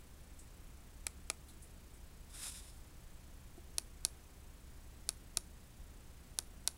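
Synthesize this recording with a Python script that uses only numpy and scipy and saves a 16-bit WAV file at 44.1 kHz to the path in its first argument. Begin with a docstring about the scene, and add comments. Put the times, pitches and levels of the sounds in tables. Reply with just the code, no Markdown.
"""Two buttons in a quiet room

Close to the microphone, a finger works two snap-dome buttons on a flat plastic box lying on a soft sheet.
Each press and release sets the case ringing briefly; between the buttons a sleeve slides over the sheet.
The small room answers faintly. Behind it all lie low rumble, mains hum, microphone hiss
and a thin electronic whine."""
import sys
import numpy as np
from scipy import signal
from scipy.fft import rfft, irfft
from scipy.io import wavfile

SR = 44100
rng = np.random.default_rng(int(sys.argv[2]) if len(sys.argv) > 2 else 0)


def dump_mix(stems):
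    """Bounce the given channels to the path in sys.argv[1] as a 16-bit WAV at rate SR."""
    frames = np.atleast_2d(stems).T  # one column per channel
    limited = np.clip(frames, -1, 1)  # hard clip at full scale
    pcm = np.round(limited * 32767).astype(np.int16)
    wavfile.write(sys.argv[1], SR, pcm)


N = 298557
TIME, HZ = np.arange(N) / SR, np.fft.rfftfreq(N, 1 / SR)
HISS_EDGE_HZ = 15800


def amp(db):
    """Decibels to gain."""
    return 10 ** (np.asarray(db) / 20)


def unit(x):
    """Scales to rms 1."""
    return x / np.sqrt(np.mean(x ** 2) + 1e-20)


def curve(points, hz):
    """Joins (frequency, value) points by lines on a log-frequency axis."""
    f, value = np.transpose(points)
    return np.interp(np.log(hz + 1), np.log(f + 1), value)


def add(mix, at_s, sound):
    """Adds a sound to the mix at the given time."""
    part = mix[round(at_s * SR):][:len(sound)]
    part += sound[:len(part)]


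def decay(t, t60):
    """Envelope that falls 60 dB in t60 seconds."""
    return np.exp(-np.log(1000) * t / t60)


def colour(x, gain):
    """Filters by a gain for each frequency, then scales to rms 1."""
    return unit(irfft(rfft(x) * gain, N))


def noise(gain):
    """Coloured noise of rms 1."""
    return colour(rng.standard_normal(N), gain)


def drift(rate_hz):
    """Slow random wander of rms 1."""
    return noise(np.exp(-(HZ / rate_hz) ** 2))


def room_tone(floor_db=-55.5, waver_rad=0.48, waver_hz=1.07):
    """Room rumble and microphone hiss, with the slightly wavering hum of the building."""
    # rumble and hiss: (frequency [Hz], relative density [dB])
    floor_spectrum = [(7, -15.5), (13, 3), (22, -3.5), (32, 3.5), (52, -4), (75, -8.5), (92, -11),
                      (200, -16.5), (300, -18.5), (430, -23.5), (1000, -28), (2000, -31), (4500, -35),
                      (9400, -36.5), (11500, -40), (15700, -37)]
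    # mains and machines: (frequency [Hz], rms level [dB])
    hum_lines = [(59.5, -67), (70, -62.5), (120, -72.5), (174, -76), (190, -79)]
    floor = amp(floor_db) * noise(amp(curve(floor_spectrum, HZ)) * (HZ < HISS_EDGE_HZ))
    hum = np.zeros(N)
    for hz, db in hum_lines:
        phase = 2 * np.pi * (hz * TIME + rng.random()) + waver_rad * drift(waver_hz)
        hum += np.sqrt(2) * amp(db) * np.sin(phase)
    return floor + hum


def whine(base_hz=797, blur_hz=70, bursts_per_s=30, fizz_db=-76, fizz_hz=9000, fizz_width_hz=3500):
    """Blurred overtones and fizz of the electronics, coming in quick regular bursts."""
    # lines of the whine: (multiple of the base pitch, rms level [dB])
    overtones = [(8, -87), (9, -85.5), (10, -81.5), (12, -87), (13, -83.5), (15, -93)]
    lines = sum(amp(db) * np.exp(-((HZ - k * base_hz) / blur_hz) ** 2 / 2) for k, db in overtones)
    tones = np.linalg.norm([amp(db) for _, db in overtones]) * noise(lines)
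    fizz_band = np.exp(-((HZ - fizz_hz) / fizz_width_hz) ** 2 / 2) * (HZ < HISS_EDGE_HZ)
    fizz = amp(fizz_db) * noise(fizz_band)
    bursts = unit(1 + np.sin(2 * np.pi * bursts_per_s * TIME))
    return bursts * (tones + fizz)


def fingertip(brush_decay_s=0.024, bump_s=3.577, bump_db=-42.5):
    """Skin brushes the panel in short hisses and once settles on it with a soft bump."""
    # light touches: (time [s], gain [dB], rise [s], centre [Hz], width [Hz])
    brushes = [(.389, -55, .0018, 8400, 2800), (1.482, -57.5, 0.0035, 9800, 5000),
               (1.483, -61.5, 0.004, 3870, 900), (1.619, -54.5, 0.0052, 9200, 3500),
               (1.935, -59, .015, 9000, 3000)]
    # the case under the bump: (frequency [Hz], relative level [dB], t60 [s])
    bump_modes = [(342, 0, 0.053), (696, -10.5, .05)]
    out = np.zeros(N)
    for at_s, db, rise_s, centre_hz, width_hz in brushes:
        t = np.maximum(TIME - at_s, 0)
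        hiss = noise(1 / (1 + (2 * (HZ - centre_hz) / width_hz) ** 2))
        out += amp(db) * (1 - np.exp(-t / rise_s)) * np.exp(-t / brush_decay_s) * hiss
    add(out, bump_s, amp(bump_db) * case_ring(bump_modes, rise_cycles=1.4))
    return out


def case_ring(modes, tilt_db_per_octave=0, rise_cycles=0.3):
    """One blow on the case: damped modes, neighbours swinging in opposite directions."""
    hz, db, t60 = np.transpose(modes)[:, :, None]
    # bending waves cross the panel faster at high pitch, so the treble arrives first
    arrival_s = 0.0002 * np.sqrt(1000 / hz)
    t = np.maximum(TIME[:4096] - arrival_s, 0)
    gain = amp(db + tilt_db_per_octave * np.log2(hz / 6000))
    sign = (-1) ** np.arange(len(hz))[:, None]
    envelope = decay(t, t60) * (1 - np.exp(-t * hz / rise_cycles))
    return (sign * gain * envelope * np.sin(2 * np.pi * hz * t)).sum(0)


def button(name, modes, clatter_db, clatter_t60, low_cut_hz, build_s=0.00049):
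    """The dome flips in and out: each snap rings the modes and scatters into a short clatter."""
    # press and release in turn: (time [s], gain [dB], tilt [dB per octave], button)
    snaps = [(1.0673, -1.4, 1.5, "select"), (1.3001, 1, -0.5, "select"), (3.7831, -1, 0.0, "start"),
             (4.05, 1.6, 0, "start"), (5.0907, -1.2, 0, "start"), (5.3717, 0.6, -0.5, "start"),
             (6.3878, -2, -0.5, "start"), (6.6757, 0.9, -0.5, "start")]
    # dense clatter inside the hollow case: (frequency [Hz], relative density [dB])
    clatter_spectrum = [(150, 8), (700, 1), (2500, -2.5), (4500, 1), (10000, -4), (16000, 0)]
    # the microphone dulls the clicks above 11 kHz: (frequency [Hz], gain [dB])
    mic_rolloff = [(11200, 0), (11900, -9), (16000, -15)]
    rings, envelope = np.zeros((2, N))
    t = TIME[:4096]
    burst = np.minimum(t / build_s, 1) * decay(t, clatter_t60)
    for at_s, db, tilt, pressed in snaps:
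        if pressed == name:
            add(rings, at_s, amp(db) * case_ring(modes, tilt))
            add(envelope, at_s, amp(db + clatter_db) * burst)
    # the stiffer the panel under the button, the less bass it passes on
    clatter = noise(amp(curve(clatter_spectrum, HZ)) * HZ / np.hypot(HZ, low_cut_hz))
    return irfft(rfft(rings + envelope * clatter) * amp(curve(mic_rolloff, HZ)), N)


def room_reflections(x, tail_db=-23, onset_s=0.01):
    """A few distinct reflections reach the microphone, with a weak diffuse tail whose bass lingers."""
    # off the desk and walls: (delay [s], gain [dB])
    echoes = [(.0097, -53), (0.0137, -24), (0.016, -48), (0.0238, -44), (0.023, -40.5), (.0282, -42),
              (0.0367, -34.5)]
    # the room's decay: (frequency [Hz], t60 [s])
    decay_times = [(300, 1), (3000, 0.14), (8000, 0.23), (14000, 0.27)]
    hz, t, spectra = signal.stft(rng.standard_normal(16384), SR, nperseg=256)
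    spectra *= decay(t, curve(decay_times, hz)[:, None])
    _, tail = signal.istft(spectra, SR, nperseg=256)
    tail *= TIME[:len(tail)] > onset_s
    response = amp(tail_db) * tail / np.linalg.norm(tail)
    for delay_s, db in echoes:
        add(response, delay_s, amp([db]))
    return signal.fftconvolve(x, response)[:N]


def arm_stroke(t, dip_db, power, start_s=2.2744, speed_up_s=0.2, coast_db_per_s=61.5, surges_per_s=9.8):
    """Gain of a rub: the arm speeds up evenly, then slows as the cloth drags and gives in surges."""
    moving_s = t - start_s
    coasting_s = np.maximum(moving_s - speed_up_s, 0)
    speed = np.clip(moving_s / speed_up_s, 0, 1) * amp(-coast_db_per_s * coasting_s)
    drag = np.sin(np.pi * surges_per_s * coasting_s) ** 2
    return speed ** power * amp(-dip_db * drag)


def sleeve(hiss_db=-44, rub_db=-55.5, rub_lead_s=0.0079, catches_per_s=9000, spread_db=2, flutter_db=1.4):
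    """Countless fibres catch and slip on the sheet; the pressure flutters as the arm moves."""
    # hiss of the fibres: (frequency [Hz], relative density [dB])
    fibre_spectrum = [(1500, -33), (2500, -7), (3000, -8), (3700, 1), (4400, -7), (5200, 1), (6200, -6),
                      (7300, 0), (8000, -0.5), (9600, 3.5), (11000, -4), (13000, -12), (15500, -24),
                      (16200, -45)]
    # lower rub of the cloth: (frequency [Hz], relative density [dB])
    rub_spectrum = [(150, -14), (350, -7), (800, -1.5), (1400, 3), (2400, 0.5), (3200, -10), (4500, -36)]
    sizes = amp(spread_db * np.minimum(rng.exponential(1, N), 4)) * rng.choice([-1, 1], N)
    catches = sizes * (rng.random(N) < catches_per_s / SR)
    hiss = colour(catches, amp(curve(fibre_spectrum, HZ)))
    hiss *= amp(hiss_db) * arm_stroke(TIME, dip_db=5, power=1.33)
    rub = noise(amp(curve(rub_spectrum, HZ)))
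    rub *= amp(rub_db) * arm_stroke(TIME + rub_lead_s, dip_db=8, power=1.54)
    return (hiss + rub) * amp(flutter_db * drift(rate_hz=50))


def scene():
    """Buttons and hand close to a single microphone, in a small quiet room."""
    # dome and case struck at the first button: (frequency [Hz], relative level [dB], t60 [s])
    select_modes = [(345, -49.4, 0.0289), (643, -46.1, 0.0374), (820, -43.4, 0.0261), (1264, -39.4, 0.0246),
                    (1454, -47.3, 0.0271), (1982, -31.3, 0.0064), (2398, -32.4, 0.0159),
                    (2829, -36.1, 0.0063), (3239, -43.6, 0.0183), (3942, -25.3, 0.0026),
                    (4165, -36.1, 0.0168), (4511, -32.3, 0.0109), (5332, -21.2, 0.0025),
                    (5367, -30.2, 0.0127), (6304, -33.7, 0.0021), (6839, -40.3, 0.0122),
                    (7162, -36.3, 0.0116), (8126, -22.6, 0.0061), (9340, -37.4, 0.0116),
                    (10218, -22.6, 0.0045), (10664, -24.7, 0.0047), (12521, -29.5, 0.0037),
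                    (13817, -36.7, 0.0097), (15201, -36.0, 0.005)]
    # and at the second: (frequency [Hz], relative level [dB], t60 [s])
    start_modes = [(353, -52.2, 0.0519), (685, -48.5, 0.0368), (920, -47.5, 0.0319), (1244, -49.1, 0.0282),
                   (1519, -45.9, 0.0262), (2527, -41.5, 0.021), (2969, -26.8, 0.0009),
                   (3093, -47.7, 0.0184), (3689, -31.6, 0.0058), (4485, -15.1, 0.0037),
                   (4463, -27.4, 0.0119), (5499, -22.4, 0.0066), (6129, -24.5, 0.0013),
                   (6071, -22.7, 0.0041), (7584, -25.6, 0.0049), (8329, -25.6, 0.0048),
                   (9235, -17.8, 0.0023), (8657, -37.6, 0.0116), (9724, -23.5, 0.0075),
                   (10829, -27.9, 0.0088), (11383, -21.4, 0.0007), (11109, -25.2, 0.0063),
                   (12747, -16.6, 0.0014), (15189, -33.9, 0.0048)]
    select = button("select", select_modes, clatter_db=-29.5, clatter_t60=0.019, low_cut_hz=200)
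    start = button("start", start_modes, clatter_db=-31.5, clatter_t60=0.025, low_cut_hz=1600)
    near = select + start + fingertip() + sleeve()
    return (near + room_reflections(near) + room_tone() + whine())[None]


def record(dry):
    """The recorder cuts the treble above 16.6 kHz."""
    lowpass = signal.firwin(255, 16600, window=("kaiser", 9), fs=SR)
    return signal.oaconvolve(dry, lowpass[None], "same")


dry = scene()
out = record(dry)
dump_mix(out)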